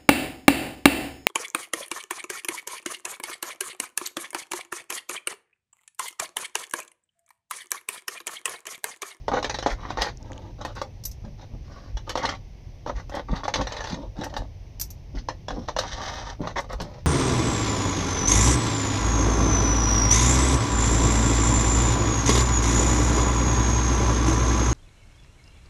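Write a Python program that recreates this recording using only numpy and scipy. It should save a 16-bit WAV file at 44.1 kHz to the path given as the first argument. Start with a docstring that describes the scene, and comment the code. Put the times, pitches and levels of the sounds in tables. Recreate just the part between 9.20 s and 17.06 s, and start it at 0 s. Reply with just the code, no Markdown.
"""Coins tap and scrape on a hard tabletop as a hand gathers them, close by in a quiet room.
Impacts excite the modes of the top and click at the rim; stick-slip friction makes the scrapes.
Two loose coins wobble ever faster, and one spins down in a gritty whirr. Coins clink in the fingers
and twice drop onto others in the palm, where skin damps their ring. The hand rubs and bumps the
table and its grip ticks, over room rumble, a faint hum and hiss."""
import sys
import numpy as np
from scipy import signal
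from scipy.fft import rfft, irfft, next_fast_len
from scipy.io import wavfile
from scipy.ndimage import map_coordinates

SR = 44100
rng = np.random.default_rng(int(sys.argv[2]) if len(sys.argv) > 2 else 0)


def file_out(sig):
    """Save sig as 16-bit WAV at sys.argv[1]."""
    # one column per channel
    cols = np.atleast_2d(sig).T
    # limit, then scale
    lim = np.clip(cols, -1, 1)
    pcm = np.round(lim * 32767).astype(np.int16)
    wavfile.write(sys.argv[1], SR, pcm)


N = 346626

# spectrum of a rim clicking on the top: f/Hz, level/dB
RIM_SPECTRUM = [(900, -10.5), (1800, 4.5), (2300, -5.5), (2650, -4.5), (2950, -2), (3200, -1.5), (3850, 3),
                (4800, -3.5), (5300, -1.5), (6100, -2), (6600, -8), (7400, -21.5), (9500, -30.5),
                (15000, -55)]
# spectrum of the finest part of a hard contact: f/Hz, level/dB
SIZZLE_SPECTRUM = [(5000, -25), (7600, -1), (9500, -3), (13300, 0), (15500, -3)]
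# spectrum of skin sliding on the top: f/Hz, level/dB
SKIN_SPECTRUM = [(50, -6), (110, -3), (170, -1.5), (280, -4.5), (400, -14), (600, -14), (1500, -40),
                 (5000, -66.5)]
USUAL_SCRAPE_DB = -34.5


def taps():
    """Impact: coins tip onto the top, with a flat knock (hardness < 0) or a rim click (hardness > 0)."""
    # coin impacts: t/s, level/dB, hardness/dB
    impacts = [(.082, -1.5, -8.5), (.117, -7.5, -11.5), (.138, -5, -12), (.228, -4.5, -2),
               (.462, 3.5, -7.5), (.705, -6, -4), (.773, -6.5, -6.5), (.819, 4.5, 1.5), (1.413, -14.5, -2),
               (1.45, -5.5, -3), (1.616, -4, -5), (2.049, -25.5, -3), (2.771, -12, 0), (2.895, -6.5, 4.5),
               (2.955, -1.5, -5.5), (2.975, -2, -3.5), (3.054, -6, 6), (3.091, -3, 1.5), (3.663, -12, -8.5),
               (3.896, -17.5, -4.5), (4.162, -14, 2), (4.281, 0, -5), (4.34, 2, 2), (4.358, -1.5, -1),
               (5.012, -19.5, 6.5), (5.037, -9, 1), (5.098, -25.5, 3.5), (5.14, -13, -1), (5.166, -3.5, -3),
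               (6.087, -2, -4.5), (6.284, -5.5, -2.5), (6.306, -7.5, -5.5), (6.486, -6, -4.5),
               (6.565, -0.5, -3.5), (6.588, 4, -.5), (7.273, -6, -5), (7.444, -21, -7), (7.602, -6.5, -2),
               (7.618, -13.5, -0.5)]
    return mixed(part for row in impacts for part in strike(*row))


def strike(s, level_db, hardness_db, scuff_s=.0065, scuff_db=-10, sizzle_db=-33):
    """Impulse excitation, as (time, sound) parts: a rim scuffs, knocks the top and rebounds in clicks."""
    knock_db, click_db = level_db - hardness_db, level_db + hardness_db
    knock = amp(knock_db) * tabletop(tilt_db=-2, contact_hz=1220)
    click = amp(click_db) * impulse(RIM_SPECTRUM, scatter_db=3)
    sizzle = amp(click_db + sizzle_db) * impulse(SIZZLE_SPECTRUM, scatter_db=3)
    edge = click + sizzle
    rebounds = chatter(bounce=1.66, gap_s=.0011)
    blow = amp(knock_db) * driven(chatter(bounce=.67, gap_s=.002), knock)
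    length = int(scuff_s * SR)
    scuff = amp(scuff_db) * unit_energy(rng.standard_normal(length) * np.hanning(length))
    return [(s, room(blow, wet_db=-3.5, early_db=-3)),
            (s, room(signal.fftconvolve(rebounds, edge), wet_db=6, early_db=.5)),
            (s - scuff_s / 2, signal.fftconvolve(scuff, edge + knock[:len(edge)] / 2))]


def chatter(bounce, gap_s, count=3):
    """Elastic rebound: a force pulse is followed by a few more within milliseconds."""
    force = np.zeros(SR // 100)
    force[0] = 1
    times = np.cumsum(rng.uniform(.4, 1.6, count)) * gap_s
    samples = np.minimum((times * SR).astype(int), len(force) - 1)
    force[samples] += bounce * rng.uniform(.22, .52, count)
    return unit_energy(force)


def tabletop(tilt_db, contact_hz, size=4096):
    """Modal superposition: the top's response to a point blow, low-passed by the finite contact time."""
    # modes of the top: f/Hz, bandwidth/Hz, level/dB
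    modes = [(294.6, 52, -3), (349, 37, -10), (435, 17, -6.5), (522, 24, 4.5), (581, 89, 2), (698, 46, -9),
             (836, 226, 2.5), (1090, 110, -5.5), (1146, 140, -14), (1443, 75, -6.5), (1504, 190, -17),
             (1855, 77, -1.5), (2010, 350, -3.5)]
    f = np.fft.rfftfreq(size, 1 / SR)
    response = 0
    for hz, width, db in modes:
        gain = amp(db + tilt_db * np.log2(hz / contact_hz) + rng.normal(0, .43))
        response += gain * 1j * f * width / (hz * hz - f * f + 1j * f * width)
    softness = 1 / (1 + 1j * f / contact_hz - (f / contact_hz) ** 2) ** 2
    return unit_energy(irfft(response * softness))


def wobbles():
    """Precession: a coin rolls round on its rim and beats on the top, sooner and weaker each time."""
    # wobbles: start t/s, end t/s, first interval/s, ratio of successive intervals,
    # first beat level/dB, loss per beat/dB, rolling level/dB
    loose_coins = [(0.245, .45, .052, .91, 1, 2, -58), (4.413, 4.744, .058, .88, -6, 0.6, -40.5)]
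    parts = []
    for start, end, interval, shrink, level_db, loss_db, roll_db in loose_coins:
        parts += drag(start, end, roll_db, tilt_db=4.5)
        times = start + np.cumsum(np.append(0, interval * shrink ** np.arange(12)))
        for k, s in enumerate(times[times < end]):
            parts += strike(s, level_db - loss_db * k, hardness_db=-.5)
    return mixed(parts)


def spin(grind_db=3, hiss_db=1, rasp_db=2, rasp_hz=10000):
    """Rolling contact: the beats of a coin spinning nearly flat merge into a whirr with a fine rasp."""
    # envelope of the spin: t/s, whirr level/dB, treble level/dB
    envelope = [(6.61, -28, -63), (6.696, -42.5, -91), (6.712, -40, -86), (6.778, -41.5, -92),
                (6.826, -38.5, -70), (6.954, -39.5, -73), (7.06, -43, -94), (7.1, -37.5, -85),
                (7.17, -59, -90)]
    times, whirr_db, treble_db = np.transpose(envelope)
    t = np.arange(N) / SR

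    def rolling(body):
        force = friction(times[-1] - times[0], rate_hz=3000, spikiness_db=1.5)
        return mixed([(times[0], room(driven(force, body), wet_db=-4, early_db=-3.5))])

    grind = amp(grind_db) * rolling(tabletop(tilt_db=-4, contact_hz=1640))
    hiss = amp(hiss_db) * rolling(impulse(RIM_SPECTRUM))
    rasp = amp(rasp_db) * rolling(butterworth(impulse(SIZZLE_SPECTRUM), rasp_hz, "high"))
    whirr = amp(np.interp(t, times, whirr_db)) * (grind + hiss)
    return whirr + amp(np.interp(t, times, treble_db)) * rasp


def scrapes():
    """Sliding friction: fingers drag coins across the top, their skin rubbing alongside."""
    # drags: start t/s, end t/s, level/dB, tilt/(dB per octave), low when flat and high on the rim
    strokes = [(0.113, 0.204, -25.5, -1), (0.457, 0.538, -34.5, 9.5), (0.571, 0.774, -41, 0),
               (0.773, 0.902, -30, 6), (0.994, 1.313, -45, -9.5), (1.383, 1.534, -42, -4),
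               (1.55, 1.609, -40.5, 3), (2.178, 2.255, -50, 0), (2.436, 2.719, -51.5, -1.5),
               (2.865, 2.938, -40, -4), (2.962, 3.157, -35.5, 4.5), (3.027, 3.054, -21.5, 1.5),
               (3.669, 3.708, -28, -4), (3.749, 3.819, -44, 0.5), (3.916, 4.007, -30.5, -1),
               (4.08, 4.213, -36.5, -1), (4.234, 4.261, -26.5, 1), (4.355, 4.437, -29, -3.5),
               (4.691, 4.88, -40, -11.5), (4.956, 5.083, -35.5, -7), (5.098, 5.257, -41, -10.5),
               (5.949, 6, -48.5, 10.5), (6.291, 6.472, -43, -5), (6.479, 6.496, -29.5, 1.5),
               (7.215, 7.32, -36.5, 0), (7.357, 7.398, -23.5, 3.5), (7.491, 7.547, -33.5, -1),
               (7.576, 7.816, -46.5, -4)]
    parts = []
    for start, end, level_db, tilt_db in strokes:
        skin = driven(friction(end - start, rate_hz=730, spikiness_db=1), impulse(SKIN_SPECTRUM))
        skin_db = -47 + .32 * (level_db - USUAL_SCRAPE_DB)
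        parts += drag(start, end, level_db, tilt_db)
        parts.append((start, amp(skin_db) * skin))
    return mixed(parts)


def drag(start, end, level_db, tilt_db, sheen_db=-29):
    """Roughness noise, as (time, sound) parts: coarse catches grind in the top, fine ones hiss at the rim."""
    duration = end - start
    hiss_db = -45.5 + .68 * (level_db - USUAL_SCRAPE_DB) + .79 * tilt_db
    contact_hz = 1520 * 2 ** (min(tilt_db, 0) / 16)  # a coin pressed flat makes longer, duller contacts
    grind = driven(friction(duration, rate_hz=1800, spikiness_db=4), tabletop(tilt_db, contact_hz))
    hiss = driven(friction(duration, rate_hz=3500, spikiness_db=2), impulse(RIM_SPECTRUM, scatter_db=2.5))
    sheen = driven(friction(duration, rate_hz=4100, spikiness_db=12), impulse(SIZZLE_SPECTRUM))
    return [(start, amp(level_db) * room(grind, wet_db=-8, early_db=-2.5)),
            (start, amp(hiss_db) * room(hiss + amp(sheen_db) * sheen, wet_db=-1.5, early_db=-21))]


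def friction(duration, rate_hz, spikiness_db, grip_hz=110, grip_db=3.2):
    """Stick-slip: random catches on the grain make a force that swells and fades with the stroke."""
    length = max(int(duration * SR), 64)
    catches = (rng.random(length) < rate_hz / SR) * rng.standard_normal(length)
    spikes = amp(spikiness_db * np.minimum(rng.exponential(size=length), 4))
    position = np.arange(length) * grip_hz / SR
    grip = amp(grip_db * map_coordinates(rng.standard_normal(int(position[-1]) + 4), [position]))
    swell = np.abs(np.sin(np.linspace(0, np.pi, length))) ** (1 / 3)
    return unit_rms(catches * spikes * grip) * swell


def clinks(graze_s=.015):
    """Contact damping: held coins hardly ring; dropped ones ring more as they graze, land and settle."""
    # coins touching between the fingers: t/s, level/dB
    touches = [(.82, -14), (1.451, -23.5), (1.553, -31), (1.617, -27), (2.895, -18), (2.976, -26),
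               (3.896, -31.5), (3.951, -24.5), (5.042, -20), (5.175, -24.5), (6.588, -13.5), (7.404, -24.5),
               (7.528, -24), (7.616, -21)]
    # drops into the palm: t/s, level/dB, relative graze level/dB, settling delay/s
    drops = [(1.853, -8, -13.5, 0.061), (5.6132, -5, -7, .091)]
    parts = [clink(s, db, bright_db=-1, ring_db=-12) for s, db in touches]
    for s, db, graze_db, settle_s in drops:
        parts += [clink(s - graze_s, db + graze_db, bright_db=0, ring_db=1),
                  clink(s, db, bright_db=4.5, ring_db=1),
                  clink(s + settle_s, db - 16.5, bright_db=1, ring_db=1)]
    return mixed(parts)


def clink(s, db, bright_db, ring_db, t60_s=.04, split_hz=9000, crack_db=3):
    """Free vibration, as (time, sound): coin cracks on coin, and skin soon damps their close modes."""
    # free modes of the coins: f/Hz, level/dB
    modes = [(5330, -9), (5740, -6), (5890, -4), (6035, 0), (6250, -3), (6440, -4), (6920, -11),
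             (11770, -14), (12750, 0), (12930, -3), (13520, -1), (14400, -9)]
    # spectrum of metal striking metal: f/Hz, level/dB
    crack_spectrum = [(1000, 7), (3000, 8), (5500, 28), (9000, 12), (14000, 9)]
    t = np.arange(SR // 6) / SR
    ring = sum(amp(mode_db + rng.normal(0, 2.5)) * np.sin(2 * np.pi * hz * rng.normal(1, .002) * t)
               for hz, mode_db in modes)
    hit = amp(ring_db) * unit_energy(ring * amp(-60 * t / t60_s))
    crack = signal.fftconvolve(chatter(bounce=1, gap_s=.0011), impulse(crack_spectrum))
    add(hit, 0, amp(crack_db) * crack)
    lower = amp(db - bright_db) * butterworth(hit, split_hz, "low")
    upper = amp(db + bright_db) * butterworth(hit, split_hz, "high")
    return s, room(lower + upper, wet_db=4, early_db=2.5)


def finger_rubs(rub_s=.052):
    """Soft-contact friction: a fingertip slips on the top with a short, dull rub."""
    # fingertip drags: middle t/s, level/dB
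    rubs = [(2.06, -38), (2.335, -37), (4.112, -26), (4.399, -30), (4.727, -31), (4.997, -33), (5.19, -41),
            (5.962, -36), (6.304, -37), (6.364, -31), (7.216, -29), (7.618, -33)]
    out, skin = np.zeros(N), impulse(SKIN_SPECTRUM)
    for s, db in rubs:
        slips = friction(rub_s, rate_hz=900, spikiness_db=2.5)
        add(out, s - rub_s / 2, amp(db) * room(driven(slips, skin), wet_db=-4.5, early_db=-1.5))
    return out


def table_bumps(sway_hz=46.4, scatter=.068, width_s=.013):
    """Forced vibration: the hand's weight sways the whole table in a low Gaussian pulse."""
    # jolts of the table: middle t/s, level/dB
    jolts = [(0.535, -23), (0.805, -23.5), (1.887, -29.5), (2.757, -20.5), (3.769, -23), (4.123, -17),
             (4.45, -25), (5.206, -26.5), (5.978, -22), (6.331, -27), (6.744, -28), (7.561, -24)]
    out = np.zeros(N)
    t = np.arange(SR // 5) / SR
    centred = t - t.mean()
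    envelope = np.exp(-(centred / width_s) ** 2 / 2)
    for s, db in jolts:
        hz = sway_hz * (1 + scatter * rng.standard_normal())
        sway = np.cos(2 * np.pi * hz * centred + rng.uniform(0, 2 * np.pi))
        add(out, s - t.mean(), amp(db) * envelope * sway)
    return out


def grip_ticks(decay_s=.00037, snap_hz=6500, snap_db=-5):
    """Heavy damping: as the grip shifts, two tones die so fast that they are heard as a dry tick."""
    # ticks of the grip: t/s, f/Hz, level/dB
    ticks = [(.973, 5800, -36.5), (1.028, 5600, -39.5), (1.119, 1790, -32.5), (1.132, 3180, -36),
             (1.179, 3100, -35.5)]
    t = np.arange(SR // 5) / SR
    envelope = t / decay_s * np.exp(1 - t / decay_s)
    snap = amp(snap_db) * np.sin(2 * np.pi * snap_hz * t)
    return mixed((s, amp(db) * envelope * (np.sin(2 * np.pi * hz * t) + snap)) for s, hz, db in ticks)


def room(x, wet_db, early_db, early_t60_s=.027, onset_s=.00034):
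    """Reverberation: direct sound, scatter from things on the table and a short tail share x's energy."""
    # reverberation times of the room: f/Hz, T60/s
    decay_times = [(150, .26), (450, .19), (1100, .125), (7000, .115), (14000, .09)]
    length = SR // 5
    hz, frame_s, noise = signal.stft(rng.standard_normal(length), SR, nperseg=256)
    decay = amp(-60 * frame_s / along(decay_times, hz)[:, None])
    late = signal.istft(noise * decay, SR, nperseg=256)[1][:length]
    t = np.arange(length) / SR
    early = rng.standard_normal(length) * amp(-60 * t / early_t60_s)
    arrival = 1 - np.exp(-(t / onset_s) ** 2)
    paths = amp(wet_db) * unit_energy(late * arrival) + amp(early_db) * unit_energy(early * arrival)
    paths[0] += 1  # direct path
    return driven(x, paths)


def background(noise_db=-40, hum_hz=97, hum_db=-53):
    """Stationary noise: room rumble and microphone hiss, with a faint machine hum."""
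    # noise spectrum of the room at rest: f/Hz, relative density level/dB
    noise_floor = [(20, -8.5), (45, 7.5), (70, -1.5), (100, 1), (135, -4.5), (200, -16), (400, -22.5),
                   (600, -25), (850, -28.5), (1400, -43.5), (2100, -34.5), (4000, -41), (6100, -37),
                   (6700, -49.5), (7600, -59.5), (15000, -57.5)]
    noise = unit_rms(filtered(rng.standard_normal(N), lambda hz: amp(along(noise_floor, hz))))
    hum = np.sqrt(2) * np.sin(2 * np.pi * hum_hz * np.arange(N) / SR)
    return amp(noise_db) * noise + amp(hum_db) * hum


def impulse(spectrum, scatter_db=0, size=2048):
    """Minimum phase: the shortest causal click with this spectrum; scatter varies its colour."""
    spectrum = [(hz, db + scatter_db * rng.standard_normal()) for hz, db in spectrum]
    magnitude = amp(along(spectrum, np.fft.rfftfreq(size, 1 / SR)))
    cepstrum = irfft(np.log(magnitude))
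    cepstrum[1:size // 2] *= 2
    cepstrum[size // 2:] = 0
    return unit_energy(irfft(np.exp(rfft(cepstrum))))


def driven(force, body):
    """Convolution with a body's impulse response, scaled to the energy of the force."""
    return np.linalg.norm(force) * unit_energy(signal.fftconvolve(force, body))


def filtered(x, response):
    """Multiply the spectrum by a frequency response."""
    size = next_fast_len(len(x) + 4096)
    return irfft(rfft(x, size) * response(np.fft.rfftfreq(size, 1 / SR)), size)[:len(x)]


def butterworth(x, hz, kind):
    """Fourth-order low-pass or high-pass."""
    return signal.sosfilt(signal.butter(4, hz, kind, fs=SR, output="sos"), x)


def along(points, hz):
    """Interpolate (f/Hz, value) points on a log axis."""
    f, value = np.transpose(points)
    return np.interp(np.log(hz + 1), np.log(f), value)


def amp(db):
    """Decibels to gain."""
    return 10 ** (np.asarray(db) / 20)


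def unit_rms(x):
    """Scale to rms 1."""
    return x / np.sqrt(np.mean(x ** 2) + 1e-20)


def unit_energy(x):
    """Scale to a summed square of 1."""
    return x / np.sqrt(np.sum(x ** 2) + 1e-20)


def add(track, s, sound):
    """Mix a sound into the track from time s."""
    start = max(round(s * SR), 0)
    part = track[start:start + len(sound)]
    part += sound[:len(part)]


def mixed(parts):
    """One track from (time, sound) parts."""
    out = np.zeros(N)
    for s, sound in parts:
        add(out, s, sound)
    return out


def scene():
    """Superposition: coins, hand and room add at one microphone."""
    coins = taps() + wobbles() + spin() + scrapes() + clinks()
    hand = finger_rubs() + table_bumps() + grip_ticks()
    return (coins + hand + background())[None]


def record(dry, top_hz=15400):
    """Band limiting: a steep low-pass removes the highest treble."""
    return np.array([filtered(channel, lambda hz: 1 / (1 + (hz / top_hz) ** 160)) for channel in dry])


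dry = scene()
out = record(dry)
file_out(out)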